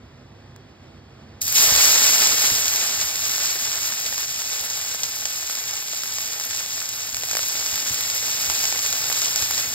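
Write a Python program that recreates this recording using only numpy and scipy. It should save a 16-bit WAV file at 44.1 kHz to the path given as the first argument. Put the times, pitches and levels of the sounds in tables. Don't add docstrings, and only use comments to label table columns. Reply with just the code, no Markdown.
import sys
import numpy as np
from scipy import signal
from scipy.fft import rfft, irfft, next_fast_len
from scipy.io import wavfile
from scipy.ndimage import uniform_filter1d

SR = 44100
rng = np.random.default_rng(int(sys.argv[2]) if len(sys.argv) > 2 else 0)


def store_wav(level_fs):
    pcm = np.round(np.clip(np.atleast_2d(level_fs), -1, 1) * 32767)
    wavfile.write(sys.argv[1], SR, pcm.T.astype(np.int16))


N = 429534

# time in seconds,
# level of the fizz in dB before the spits stir it.
FRYING_LEVEL = [(1.408, -51), (1.418, -19), (1.432, -28), (1.447, -28.5), (1.542, -20.5), (1.555, -11.5),
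                (1.576, -14), (1.62, -12.5), (1.7, -14.5), (2.05, -14.5), (2.3, -18), (3.05, -23.5),
                (3.7, -25), (4.6, -27.5), (5.0, -28.5), (6.0, -28.5), (7.2, -29), (7.36, -28.5), (7.5, -26),
                (8.5, -24), (9.3, -24), (9.74, -25)]
# frequency in Hz, relative density in dB per Hz.
FIZZ_SPECTRUM = [(1500, -42.5), (2300, -7.5), (2700, -7), (3300, -7.5), (4300, -4), (5200, -1), (6800, 1.5),
                 (7700, -2), (8800, -12.5), (10000, -41), (12000, -36)]
SEETHE_SPECTRUM = [(150, -18), (300, -12.5), (500, -4), (800, -1), (1100, -2), (1500, 1), (2200, 0.5),
                   (3000, 0), (4500, -12.5)]
SPARKLE_SPECTRUM = [(5000, -45), (8000, -16), (9300, -6), (10200, -3), (11600, 0), (15000, 0), (16500, -3)]
# start in seconds, crack peak in dB, plop minus crack in dB,
# spray minus crack in dB, plop pitch in Hz.
SPITTING_DROPS = [(0.562, -35.5, 5, -20, 1940), (1.4804, -14, -15, 8, 2000), (1.5254, -11, -5, 9, 2210),
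                  (2.02, -9, 2, -8, 1500), (2.303, -12, -7, -9, 1530), (2.5521, -9, -21, -6, 1510),
                  (2.681, -2, -14, -8, 2290), (3.377, -22, -5, -15, 1450), (3.457, -7, -13, -10, 930),
                  (3.7296, -10, -15, -14, 2160), (4.126, -15, 1.5, -4, 1360), (4.18, -11.5, -6, -11, 1950),
                  (4.2144, -25, -14, -11, 1360), (4.774, -16.5, 0, -11, 790), (4.7904, -20, -13, -9, 1690),
                  (5.0338, -3.5, -15, -21, 1320), (5.255, -4, -11, -24, 1380), (5.498, -20.5, 6, -2, 1840),
                  (5.5094, -17, -8, -1, 1970), (5.934, -21, 4, -8, 610), (6.035, -12, -4, -5, 1990),
                  (6.1375, -20, -18, 3, 1260), (6.1843, -10, -5.5, -13, 1300), (6.3986, -12, -6, -10, 1600),
                  (6.548, -13, -9, -15, 1890), (6.5725, -12, -19, -13, 1270), (6.8905, -13, -31, 3, 1670),
                  (7.1454, -8, -18, -7, 1430), (7.1682, -10.5, -8, 2, 800), (7.2349, -10.5, -1.5, -6, 756),
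                  (7.2864, -14, -19, -2, 2010), (7.3125, -6.5, -8, -5, 2020), (7.3324, -11, -3, -6, 720),
                  (7.352, -10, 2.5, -12, 800), (7.3695, -3.5, -3, -12, 2120), (7.392, -11.5, 1, -12, 784),
                  (7.485, -18, -8, 12, 940), (7.662, -12, -5, 1, 1450), (7.74, -13, -4, -4, 1360),
                  (7.7573, -9, -15, -3, 2010), (7.9448, -10, -19, -6, 1660), (8.008, -12, -11, -11, 1350),
                  (8.1, -9, -12, -6, 1400), (8.148, -18, -7, 9, 2130), (8.4447, -13, -11, -8, 1250),
                  (8.5, -4.5, -2.5, -11, 1310), (8.632, -10, -13, -7, 1370), (8.644, -10, -3, -8, 1390),
                  (8.6537, -3, -13, -22, 900), (8.7254, -9, 0, -10, 865), (8.758, -15, 2, -11, 840),
                  (8.927, -7, -8, -11, 2070), (9.0415, -11, -4, -11, 850), (9.1, -11, 1, 2, 780),
                  (9.1267, -6, -10, -10, 2090), (9.3594, -3, -10, -2, 2020), (9.424, -7, -9, -11, 1770),
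                  (9.5094, -10, -1, 4, 1560), (9.5791, -7, -20, -17, 2200)]
CALMEST_DB = -34


def frying():
    # time in seconds, gain of that lower fizz in dB.
    low_fill = [(1.41, -8.5), (1.5, -2), (1.56, 0.5)]
    seethe_db, seethe_lag_s = -10, 0.05
    sparkle_db, thin_sparkle = -4, 1
    calm = 0.18

    fizz_db = in_time(FRYING_LEVEL, left=-120)
    fill_db = in_time(low_fill)
    r = np.exp(-1 / (seethe_lag_s * SR))
    seethe_gain = from_db(seethe_db) * signal.lfilter([1 - r], [1, -r], from_db(fizz_db))
    sparkle_gain = from_db(fizz_db + sparkle_db - thin_sparkle * fill_db)

    busy = from_db(.8 * (np.maximum(fizz_db, CALMEST_DB) + 29))
    surge_db = (0.88 * drift(8.3) + 1.0 * drift(20.0)) / busy ** calm

    fizz = bursts(4000. * busy, 3.03, smooth=0.99, last_s=0.00024)
    fizz = colour(fizz * from_db(surge_db + 0.18 * drift(31.0)), FIZZ_SPECTRUM)
    lower = signal.sosfilt(signal.butter(2, 4500, fs=SR, output="sos"), fizz)
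    fizz = fizz + (from_db(fill_db) - 1) * lower

    seethe = bursts(1500. * busy, 3.3, smooth=1.0, last_s=0.00052)
    seethe = colour(seethe * from_db(0.7 * surge_db + 0.9 * drift(26.0)), SEETHE_SPECTRUM)

    sparkle = bursts(3500. * busy, 3.95, smooth=0.9, last_s=0.00017)
    sparkle = colour(sparkle * from_db(0.47 * surge_db + 1.26 * drift(23.0)), SPARKLE_SPECTRUM)

    layers = (from_db(fizz_db), fizz), (seethe_gain, in_room(seethe)), (sparkle_gain, sparkle)
    return flares(fizz_db) * sum(gain * rms_one(x / slow_level(x)) for gain, x in layers)


def bursts(per_s, spread_db, smooth, last_s):
    sizes = from_db(spread_db * np.minimum(rng.exponential(1, N), 6))
    chance = np.clip(per_s / SR, 0, 1)
    struck = rng.random(N) < chance
    power = sizes ** 2 * struck / chance
    decay = np.exp(-1 / (last_s * SR))
    flashes = np.sqrt(signal.lfilter([1], [1, -decay], power + 1e-18))
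    return rms_one(flashes) * rng.standard_normal((2, N)) + smooth * rng.standard_normal((2, N))


def flares(fizz_db):
    flare_db, flare_s = -25., .035
    s, peak_db = np.transpose(SPITTING_DROPS)[:2]
    kicks = np.zeros(N)
    kicks[(s * SR).astype(int)] = from_db(peak_db + flare_db) ** 2
    r = np.exp(-1 / (flare_s * SR))
    added = signal.lfilter([1], [1, -r], kicks + 1e-18)
    return np.sqrt(1 + added / from_db(np.maximum(fizz_db, CALMEST_DB)) ** 2)


def spitting():
    plop_cycles = 3.5
    s, peak_db, plop_db, spray_db, hz = np.vstack([SPITTING_DROPS, small_spits()]).T
    cycles = np.repeat(hz, 2)[:, None] * np.arange(512) / SR
    rings = 0.1 * np.sin(2 * np.pi * cycles) * from_db(-60 * cycles / plop_cycles)
    crack = puffs(s, peak_db, .0003, .008, snap=1.0, spectrum=FIZZ_SPECTRUM, size=512)
    plop = puffs(s, peak_db + plop_db, .0004, 0.01, snap=0.9, spectrum=SEETHE_SPECTRUM,
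                 size=512, rings=rings)
    spray = puffs(s, peak_db + spray_db, 0.0006, 0.0035, snap=0.4, spectrum=SPARKLE_SPECTRUM, size=512)
    return crack + plop + spray


def small_spits(count=100):
    per_s, over_fizz_db = 9., 12.5
    when, kept, size, low, high, pitch = rng.random((count, 6)).T
    first_s = FRYING_LEVEL[0][0]
    span_s = N / SR - first_s
    s = first_s + when * span_s
    db = np.interp(s, *np.transpose(FRYING_LEVEL)) + over_fizz_db + 9 * (size - .5)
    db = np.where(kept < per_s * span_s / count, db, -120)
    return np.transpose([s, db, -20 + 14 * low, -14 + 12 * high, 750 + 1400 * pitch])


def puffs(times, peaks_db, rise, t60, snap, spectrum, size, rings=0):
    out = np.zeros((2, N + 2 * size))
    t = np.arange(size) / SR
    envelope = (1 - np.exp(-t / rise)) * from_db(-60 * t / t60)
    rows = rng.standard_normal((2 * len(times), size)) * envelope
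    rows = rows / np.sqrt(np.sum(rows ** 2, axis=1, keepdims=True)) + rings
    rows[:, 0] += snap
    rows = colour(rows, spectrum, size=4 * size)
    rows /= np.abs(rows).max(axis=1, keepdims=True)
    pairs = rows.reshape(len(times), 2, -1)[..., :2 * size]
    for s, db, puff in zip(times, peaks_db, pairs):
        at = round(s * SR)
        out[:, at:at + 2 * size] += from_db(db) * puff
    return out[:, :N]


def bumps():
    # start in seconds, peak in dB.
    bump_moments = [(1.678, -32), (1.72, -27), (2.032, -37), (2.518, -28), (3.029, -42), (4.058, -44),
                    (4.607, -41), (7.131, -41), (7.73, -37), (7.908, -32), (8.488, -35.5), (9.419, -33.5)]
    # frequency in Hz, relative density in dB per Hz.
    bump_spectrum = [(20, -15), (45, -1), (90, 0.5), (200, -9.5), (400, -30), (1000, -73)]
    s, db = np.transpose(bump_moments)
    return puffs(s, db, 0.0043, 0.12, snap=0.86, spectrum=bump_spectrum, size=4096)


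def gas_jet():
    # frequency in Hz, width of one resonance in Hz, middle level in dB.
    jet_whines = [(3400, 40, -77), (4500, 40, -71)]
    noise = rng.standard_normal((2, N))
    total = 0
    for hz, width, db in jet_whines:
        whine = resonate(resonate(noise, hz, width), hz, width)
        total = total + from_db(db + 2 * drift(1.4)) * rms_one(whine)
    return total


def kitchen():
    # frequency in Hz, relative density in dB per Hz.
    kitchen_spectrum = [(20, -35), (40, -28), (62, -6), (140, -8), (300, -15.5), (760, -21), (3180, -29),
                        (4600, -33), (5800, -34), (8000, -45), (9000, -55), (14000, -52), (16000, -73)]
    # time in seconds, level in dB about which it drifts.
    rumble_level = [(0, -44.5), (1.9, -45), (3.0, -49.5), (5.8, -54.5), (7.6, -50), (9.0, -50),
                    (9.74, -47.5)]
    noise = colour(rng.standard_normal((2, N)), kitchen_spectrum, size=16384)
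    return from_db(in_time(rumble_level) + .7 * drift(9.0)) * rms_one(in_room(noise))


def in_room(x):
    # frequency in Hz, width in Hz, gain at that pitch in dB.
    room_pitches = [(96, 18, 7), (117, 12, -7), (131, 11, 7), (187, 16, -8), (225, 25, 4), (250, 18, 6),
                    (290, 40, -3), (330, 22, 5), (390, 20, 4), (430, 30, -5), (464, 35, 4), (630, 25, -5),
                    (659, 35, 4), (820, 22, 4), (860, 30, -3)]
    for hz, width, db in room_pitches:
        x = x + (from_db(db) - 1) * resonate(x, hz, width)
    return x


def resonate(x, hz, width):
    r = np.exp(-np.pi * width / SR)
    feed = [(1 - r * r) / 2, 0, (r * r - 1) / 2]
    return signal.lfilter(feed, [1, -2 * r * np.cos(2 * np.pi * hz / SR), r * r], x)


def colour(x, spectrum, size=4096):
    gain = from_db(at_hz(spectrum, np.arange(size // 2 + 1) * SR / size))
    ceps = irfft(np.log(gain))
    ceps[1:size // 2] *= 2
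    ceps[size // 2 + 1:] = 0
    impulse = irfft(np.exp(rfft(ceps)))
    return signal.oaconvolve(x, impulse[None], axes=1)[:, :N]


def drift(rate):
    r = np.exp(-40 * np.pi * rate / SR)
    slow = signal.lfilter([1], [1, -2 * r, r * r], rng.standard_normal(N // 20 + 4002))[4000:]
    return np.interp(np.arange(N) / 20, np.arange(len(slow)), rms_one(slow))


def from_db(db):
    return 10 ** (np.asarray(db) / 20)


def rms_one(x):
    return x / np.sqrt(np.mean(x ** 2) + 1e-20)


def slow_level(x):
    return np.sqrt(uniform_filter1d(np.mean(x ** 2, axis=0), SR) + 1e-20)


def in_time(rows, left=None):
    return np.interp(np.arange(N) / SR, *np.transpose(rows), left=left)


def at_hz(points, hz, axis=1):
    p = np.array(points)
    return np.interp(np.log(np.maximum(hz, 1)), np.log(p[:, 0]), p[:, axis])


def scene():
    # frequency in Hz, likeness from 0 to 1, right minus left in dB.
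    port_pair = [(50, 1, 0.5), (199, 0.99, 2), (517, 0.86, 4), (790, 0.44, 6), (1500, 0.92, 0.5),
                 (2640, 0.69, 0.5), (3200, 0.67, 0.5), (3920, 1, -1), (4220, 0, -3), (4950, 0.9, 7.5),
                 (5150, 1, 0), (8700, 1, -0.5), (16000, 1, 0.5)]
    # frequency in Hz, phase of the right port in radians.
    port_phase = [(0, 0), (520, .8), (860, 0), (1550, 0), (1900, -.5), (2250, -1.8), (2900, -2.7),
                  (3600, -1.1), (5000, -1.45), (6030, -3.14), (8200, -6.28), (10350, -9.42),
                  (12500, -12.57), (14800, -15.71), (16500, -18.1)]
    size = next_fast_len(N + 4096)
    shared, other = rfft(frying() + spitting() + bumps() + gas_jet() + kitchen(), size)
    hz = np.arange(size // 2 + 1) * SR / size
    alike = np.clip(at_hz(port_pair, hz), 0, 1)
    lean = from_db(at_hz(port_pair, hz, axis=2) / 2)
    lag = np.exp(1j * np.interp(hz, *np.transpose(port_phase)))
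    right = (alike * shared + np.sqrt(1 - alike ** 2) * other) * lag
    return irfft(np.array([shared / lean, right * lean]), size)[:, :N]


def record(dry):
    top, cutoff_hz = .72, 15750
    soft = top * np.tanh(dry / top)
    return signal.sosfilt(signal.ellip(16, .5, 100, cutoff_hz, fs=SR, output="sos"), soft)


dry = scene()
out = record(dry)
store_wav(out)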